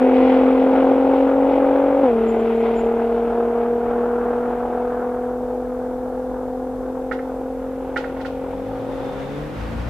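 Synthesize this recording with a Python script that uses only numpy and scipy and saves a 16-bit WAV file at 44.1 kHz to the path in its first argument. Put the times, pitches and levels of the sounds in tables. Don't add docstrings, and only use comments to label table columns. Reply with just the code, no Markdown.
import sys
import numpy as np
from scipy import signal
from scipy.fft import rfft, irfft, next_fast_len
from scipy.io import wavfile
from scipy.ndimage import uniform_filter1d

SR = 44100
rng = np.random.default_rng(int(sys.argv[2]) if len(sys.argv) > 2 else 0)


def digitize_waveform(pressure):
    field = np.atleast_2d(pressure).T
    bounded = np.clip(field, -1, 1)
    quanta = np.round(bounded * 32767).astype(np.int16)
    wavfile.write(sys.argv[1], SR, quanta)


N = 436149
CUTOFF_HZ = 15800

# pitch in Hz, level in dB.
HUM_TONES = [(50.5, -45), (100.5, -53), (150, -57.5)]
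# frequency in Hz, strength in dB per Hz.
AIR_SPECTRUM = [(14, -28), (22, -6.5), (34, -4), (58, -3.5), (74, -19), (100, -6.5), (125, -14.5),
                (170, -16.5), (240, -12), (320, -43.5)]
# frequency in Hz, strength in dB per Hz.
HISS_SPECTRUM = [(1500, -1), (3000, -1.3), (6000, -1), (10000, -1.7), (15000, -1.5)]
AIR_DB, HISS_DB = -46, -59.5

START_M, RECEDES_M_PER_S = 100, 40
LOW_GEAR_HZ, LOW_GEAR_CLIMB = 256.9, 10.7
HIGH_GEAR_HZ, HIGH_GEAR_CLIMB, DRAG_SAG = 226.1, 7.24, .1786
SHIFT_S, SHIFT_DROP_S, FLARE_HZ, FLARE_S = 2.02, .058, 3, .03
# firings per second, firing tone in dB,
# 2nd harmonic in dB, growl just below the 2nd harmonic in dB, 3rd harmonic in dB.
EXHAUST_TUNING = [(225, -15.5, -14.5, -23, -30), (236, -18, -12.5, -24, -24.5),
                  (243, -16.5, -13.5, -24.5, -25), (243.4, -18.5, -14, -24.5, -21),
                  (251.8, -16.5, -17, -25, -31), (258.3, -14.5, -18.5, -21.5, -30.5),
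                  (262.7, -14.5, -19.5, -20.5, -32.5), (274, -14, -18, -17.5, -28.5),
                  (278.5, -15, -16.5, -16.5, -28.5)]
GROUND_LOSS_DB = [1.38, .6, 0.15, 1.0]
# multiple of the engine cycle, dB above the growl.
UNEVEN_TONES = [(5, -19), (7, -19), (8, -21), (9, -12), (10, -12), (13, -12), (14, -20)]
# multiple of the engine cycle, dB above the 3rd harmonic.
UPPER_TONES = [(16, -10), (19, -9), (24, -15)]
UPPER_GROWL_DB = -4.5
CYLINDER_DB = [3.5, 2.5, -2.5, -4.0, -2.5, 2.5]
# time in seconds, phase shift in radians.
PULSE_SKEW = [(0, -0.5), (4.2, -0.5), (6.3, 1.5), (9.89, 4)]
# time in seconds, left minus right in dB.
CAR_PAN = [(0, 1), (1.7, 1.5), (3.6, 0.43), (6.6, 1.15), (7.6, 0.8), (9.89, 2.3)]
# frequency in Hz, strength in dB per Hz.
BODY_SPECTRUM = [(170, -15), (270, -7), (400, -3), (600, -4), (850, -3), (1050, -15), (1300, -25.5)]
ROAR_SPECTRUM = [(700, -21.5), (950, 0.5), (1400, -0.5), (1650, -6), (1900, -16.5), (2400, -25.5)]
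RASP_SPECTRUM = [(1500, -13), (2000, 1.5), (2500, -1), (3500, -10), (4200, -19.5), (5500, -27.5),
                 (7000, -45)]
# time in seconds, roar in dB, rasp in dB.
GAS_LEVELS = [(0, -34.5, -39), (0.35, -34.5, -37), (0.7, -35, -43.5), (1.9, -36.5, -45.5),
              (2.5, -38, -42.5), (3.4, -39.5, -53), (4.1, -36, -53.5), (4.6, -38.5, -55), (5, -37, -60.5),
              (5.4, -44, -64), (6.2, -46, -68), (7, -47, -65.5), (8.3, -47, -53.5), (9.89, -47, -79)]
# seconds after the shift, greatest change in dB.
SHIFT_BARK = [(.025, 4), (.04, 9), (.055, -8), (.045, 8), (.027, 4), (.035, 2)]
BARK_S = .025
FADE_S, FADE_DB_PER_S = 9.03, 16

# start in seconds,
# peak in dB before a slight waver, pitch in Hz, length in seconds.
BIRD_PEEPS = [(2.269, -51.5, 7170, .055), (2.325, -61, 7180, 0.046), (2.382, -57, 7190, .035),
              (2.43, -66.5, 7180, .03), (2.52, -62, 7200, 0.018), (2.545, -62, 7180, .04),
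              (2.59, -62, 7180, .04), (2.75, -53, 7130, .075), (2.832, -63, 7140, .05),
              (2.887, -69, 7120, .05), (2.125, -67.5, 11200, .07), (2.45, -67, 11220, .085),
              (2.545, -69, 11310, .1), (2.66, -70, 11090, .12)]

# time in seconds, strength in dB, left minus right in dB,
# rattle in dB before its own swell and fade.
PLATE_BLOWS = [(7.1163, -13.5, -7, -37.5), (7.1916, -24.5, 0, -67), (7.9645, -9, -4.5, -29.5),
               (8.0422, -21.5, -4, -58), (8.096, -34, 5, -64), (8.1665, -30, -6, -53),
               (8.2044, -28, -4, -41), (8.2518, -23.5, -9, -37)]
# pitch in Hz, level in dB, seconds to fall by 60 dB.
PLATE_MODES = [(520, -6, .03), (850, -9, .04), (1314, -3, .03), (1421, 0, .045), (1600, -3, .025),
               (1780, -3, .025), (1943, -4, .035), (2121, -5, .05), (2350, -11, .025), (2800, -16, .03)]
# seconds early, level in dB.
BLOW_TOUCHES = [(.004, -13), (0, -7), (-.012, -17)]
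# frequency in Hz, strength in dB per Hz.
RATTLE_SPECTRUM = [(2400, 8.5), (3400, 4.5), (5000, -2.5), (8000, -16), (14000, -26)]

# time in seconds, level in dB.
REVVING_LEVEL = [(7.3, -58), (8.0, -50), (8.42, -48), (8.6, -41), (9.0, -43), (9.25, -39), (9.36, -33),
                 (9.5, -37), (9.7, -56)]
# multiple of the firing rate, level in dB against the note.
REVVING_ORDERS = [(1.0, 0), (1.5, -7), (2.0, -2), (3.0, -3)]
# frequency in Hz, strength in dB per Hz.
WHINE_SPECTRUM = [(3200, -22), (3450, -7), (3570, -4.5), (3700, -7.5), (3950, -32)]
# time in seconds, whine level in dB before a slight waver.
WHINE_LEVEL = [(8.2, -75), (8.6, -68), (9.1, -55), (9.4, -57), (9.7, -93)]
REV_IDLE_HZ, REV_BITE_S = 81, 8.42
REV_JUMP_HZ, REV_JUMP_S, REV_CLIMB = 9, .18, 58

# time in seconds, tone in dB, tyre and flow noise in dB before a waver.
CLOSE_LEVELS = [(8.0, -70, -54), (8.6, -62, -44), (9.1, -55, -37), (9.5, -45, -35), (9.61, -32, -34),
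                (9.89, -29.5, -33)]
# multiple of the firing rate, level in dB against the tone level.
CLOSE_ORDERS = [(1.0, 0), (1.5, -11), (2.0, -6), (3.0, -11), (4.0, -5), (5.0, -11)]
# frequency in Hz, strength in dB per Hz.
FLOW_SPECTRUM = [(40, -15.5), (100, -1), (300, -3.5), (700, -6), (1500, -12), (3000, -21.5), (6000, -34.5),
                 (14000, -51.5)]
CLOSE_HZ, CLOSE_PULL_S, CLOSE_CLIMB = 55, 9.58, 17


def from_db(db):
    return np.exp(np.asarray(db) * (np.log(10) / 20))


def rms_one(x):
    return x / np.sqrt(np.mean(x ** 2) + 1e-20)


def clock():
    return np.arange(N) / SR


def in_time(rows):
    s, *columns = np.transpose(rows)
    return [np.interp(clock(), s, column) for column in columns]


def drift(rate):
    step = 40
    r = np.exp(-2 * np.pi * rate * step / SR)
    noise = rng.standard_normal(N // step + 2002)
    slow = signal.lfilter([1], [1, -2 * r, r * r], noise)[2000:]
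    return np.interp(np.arange(N) / step, np.arange(len(slow)), rms_one(slow))


def coloured(x, spectrum):
    hz, db = np.transpose(spectrum)
    size = next_fast_len(N, True)
    log_hz = np.log(np.maximum(np.fft.rfftfreq(size, 1 / SR), 1))
    gain = from_db(np.interp(log_hz, np.log(hz), db, left=-70, right=-70))
    return rms_one(irfft(rfft(x, size) * gain, size)[:, :N])


def wide_noise(alike):
    mid, side = rng.standard_normal((2, N))
    return np.sqrt(1 + alike) * mid + np.sqrt(1 - alike) * side * [[1], [-1]]


def place(x, pan_db, lag):
    left, right = x * np.ones((2, 1))
    left = np.interp(np.arange(N) - lag, np.arange(N), left)
    return np.array([left * from_db(pan_db / 2), right * from_db(-pan_db / 2)])


def tones(hz, orders, waver_db, rate):
    turn = 2 * np.pi * np.cumsum(hz) / SR
    total = 0
    for k, db in orders:
        gain = np.sqrt(2) * from_db(db + waver_db * drift(rate))
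        total = total + gain * np.cos(k * turn + k * k)
    return total


def background():
    hum = tones(1 + 0.013 * drift(7.5), HUM_TONES, waver_db=0.5, rate=3.3)
    air = from_db(AIR_DB + 2.0 * drift(5.2)) * coloured(wide_noise(0.32), AIR_SPECTRUM)
    hiss = from_db(HISS_DB) * coloured(wide_noise(0), HISS_SPECTRUM)
    return place(hum, 2.0, 0.0) + air + hiss


def firing_rate():
    t = clock()
    since = np.maximum(t - SHIFT_S, 0)
    before = t - since
    low = LOW_GEAR_HZ + LOW_GEAR_CLIMB * before + FLARE_HZ * np.exp((before - SHIFT_S) / FLARE_S)
    high = HIGH_GEAR_HZ + HIGH_GEAR_CLIMB * since - DRAG_SAG * since ** 2
    return high + (low - high) * np.exp(-(since / SHIFT_DROP_S) ** 1.5)


def car_levels(hz):
    t = clock()
    metres = START_M + RECEDES_M_PER_S * t
    spreading_db = 20 * np.log10(metres / START_M)
    revs, *tuned = np.transpose(EXHAUST_TUNING)
    levels = []
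    for db, loss_db in zip(tuned, GROUND_LOSS_DB):
        ground_db = loss_db * (metres - START_M) / 100
        levels.append(np.interp(hz, revs, db) - spreading_db - ground_db)
    levels += in_time(GAS_LEVELS)
    fade_db = FADE_DB_PER_S * np.maximum(t - FADE_S, 0)
    barking = []
    for db, (late_s, bark_db) in zip(levels, SHIFT_BARK):
        bump = np.exp(-((t - SHIFT_S - late_s) / BARK_S) ** 2)
        barking.append(db + bark_db * bump - fade_db)
    return barking


def swirling(x, patchy_db):
    low = uniform_filter1d(x, 12, axis=1)
    return from_db(patchy_db * drift(9)) * low + from_db(patchy_db * drift(5)) * (x - low)


def receding_car():
    hz = firing_rate()
    (skew,), (pan_db,) = in_time(PULSE_SKEW), in_time(CAR_PAN)
    first_db, second_db, growl_db, third_db, roar_db, rasp_db = car_levels(hz)
    firings = np.cumsum(hz * (1 + .0012 * drift(15))) / SR
    cycle = 2 * np.pi * firings / 6

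    orders = [(6, first_db), (12, second_db), (11, growl_db), (18, third_db)]
    orders += [(k, growl_db + db) for k, db in UNEVEN_TONES]
    orders += [(k, third_db + db) for k, db in UPPER_TONES]
    orders += [(17, (growl_db + third_db) / 2 + UPPER_GROWL_DB)]
    note = 0
    for k, db in orders:
        off = (k + 3) % 6 - 3
        spread = 1.2 * max(off, 0) + 2 * min(off + 1, 0)
        flutter_db = .075 * k * drift(12)
        note = note + np.sqrt(2) * from_db(db + flutter_db) * np.cos(k * cycle + skew + spread)
    note = note * np.minimum(firings / 3, 1)

    count = firings.astype(int)
    chance_db = 0.8 * rng.standard_normal(count[-1] + 1)[count]
    strength_db = np.array(CYLINDER_DB)[count % 6] + chance_db
    puffs = from_db(strength_db) * (1 + np.exp(-2.5 * (firings - count)))

    gust = drift(4.4)
    body_db = (second_db + growl_db) / 2 - 2.5
    # spectrum, level in dB, patchiness in dB, puff depth (a power), left-right likeness
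    zones = [(BODY_SPECTRUM, body_db, 1.2, .8, .97),
             (ROAR_SPECTRUM, roar_db, 1.5, .5, .85),
             (RASP_SPECTRUM, rasp_db, 1.5, .4, .7)]
    noise = 0
    for spectrum, level_db, patchy_db, depth, alike in zones:
        gas = coloured(wide_noise(alike) * puffs ** depth, spectrum)
        noise = noise + from_db(level_db + .8 * gust) * swirling(gas, patchy_db)
    return place(note + noise, pan_db, np.linspace(-2.2, 1.5, N))


def bird():
    out = np.zeros(N)
    for s, peak_db, hz, length_s in BIRD_PEEPS:
        t = np.arange(int(length_s * SR)) / SR
        swell = np.sin(np.pi * t / length_s) ** .7
        out[int(s * SR):][:len(t)] += from_db(peak_db) * swell * np.sin(2 * np.pi * hz * t)
    return place(out * from_db(1.5 * drift(40)), 0.0, 0.64)


def plate():
    s, blow_db, pan_db, rattle_db = np.transpose(PLATE_BLOWS)
    at = (s * SR).astype(int)
    sides = from_db(np.array([pan_db, -pan_db]) / 2)
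    ring = np.zeros((2, N))
    for hz, level_db, t60 in PLATE_MODES:
        clicks = np.full((2, N), 1e-18)
        sign = (-1) ** int(hz)
        for early_s, touch_db in BLOW_TOUCHES:
            chance_db = rng.normal(0, 2.0, len(at))
            gain = from_db(blow_db + level_db + touch_db + chance_db)
            clicks[:, at - int(early_s * SR)] = sides * gain * sign
        r, w = from_db(-60 / (t60 * SR)), 2 * np.pi * hz / SR
        ring += signal.lfilter([0, np.sin(w)], [1, -2 * r * np.cos(w), r * r], clicks)
    ring = signal.sosfilt(signal.butter(4, 2300, fs=SR, output="sos"), ring)

    t = np.arange(SR // 4) / SR
    tail = wide_noise(0)[:, :len(t)] * from_db(-41 - 60 * t / 0.37)
    echo = signal.fftconvolve(ring, tail, axes=1)[:, :N]

    blows = np.zeros(N)
    blows[at - int(.003 * SR)] = from_db(rattle_db)
    rise = np.clip(t / 0.013, .4, 1) ** 2
    fall = from_db(-60 * t / 0.096) + 0.18 * from_db(-60 * t / .5)
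    rattle = signal.fftconvolve(blows, rise * fall)[:N] * coloured(wide_noise(0.16), RATTLE_SPECTRUM)
    return ring + echo + rattle


def revving_car():
    (level_db,), (whine_db,) = in_time(REVVING_LEVEL), in_time(WHINE_LEVEL)
    since = np.maximum(clock() - REV_BITE_S, 0)
    hz = REV_IDLE_HZ + REV_JUMP_HZ * np.minimum(since / REV_JUMP_S, 1) + REV_CLIMB * since
    hz = hz * (1 + .006 * drift(10))
    note = from_db(level_db) * tones(hz, REVVING_ORDERS, waver_db=1.6, rate=8)
    whine = from_db(whine_db + 1.2 * drift(12)) * coloured(wide_noise(0.34), WHINE_SPECTRUM)
    return place(note, 1.2, 8.8) + whine


def close_engine():
    tone_db, flow_db = in_time(CLOSE_LEVELS)
    hz = CLOSE_HZ + CLOSE_CLIMB * np.maximum(clock() - CLOSE_PULL_S, 0)
    burble = from_db(tone_db) * tones(hz, CLOSE_ORDERS, waver_db=2.8, rate=12)
    flow = from_db(flow_db + 0.97 * drift(8)) * coloured(wide_noise(0.41), FLOW_SPECTRUM)
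    return place(burble, 3.2, 6.0) + flow


def scene():
    return background() + receding_car() + bird() + plate() + revving_car() + close_engine()


def record(dry):
    return signal.sosfilt(signal.cheby2(16, 80, CUTOFF_HZ, fs=SR, output="sos"), dry)


dry = scene()
out = record(dry)
digitize_waveform(out)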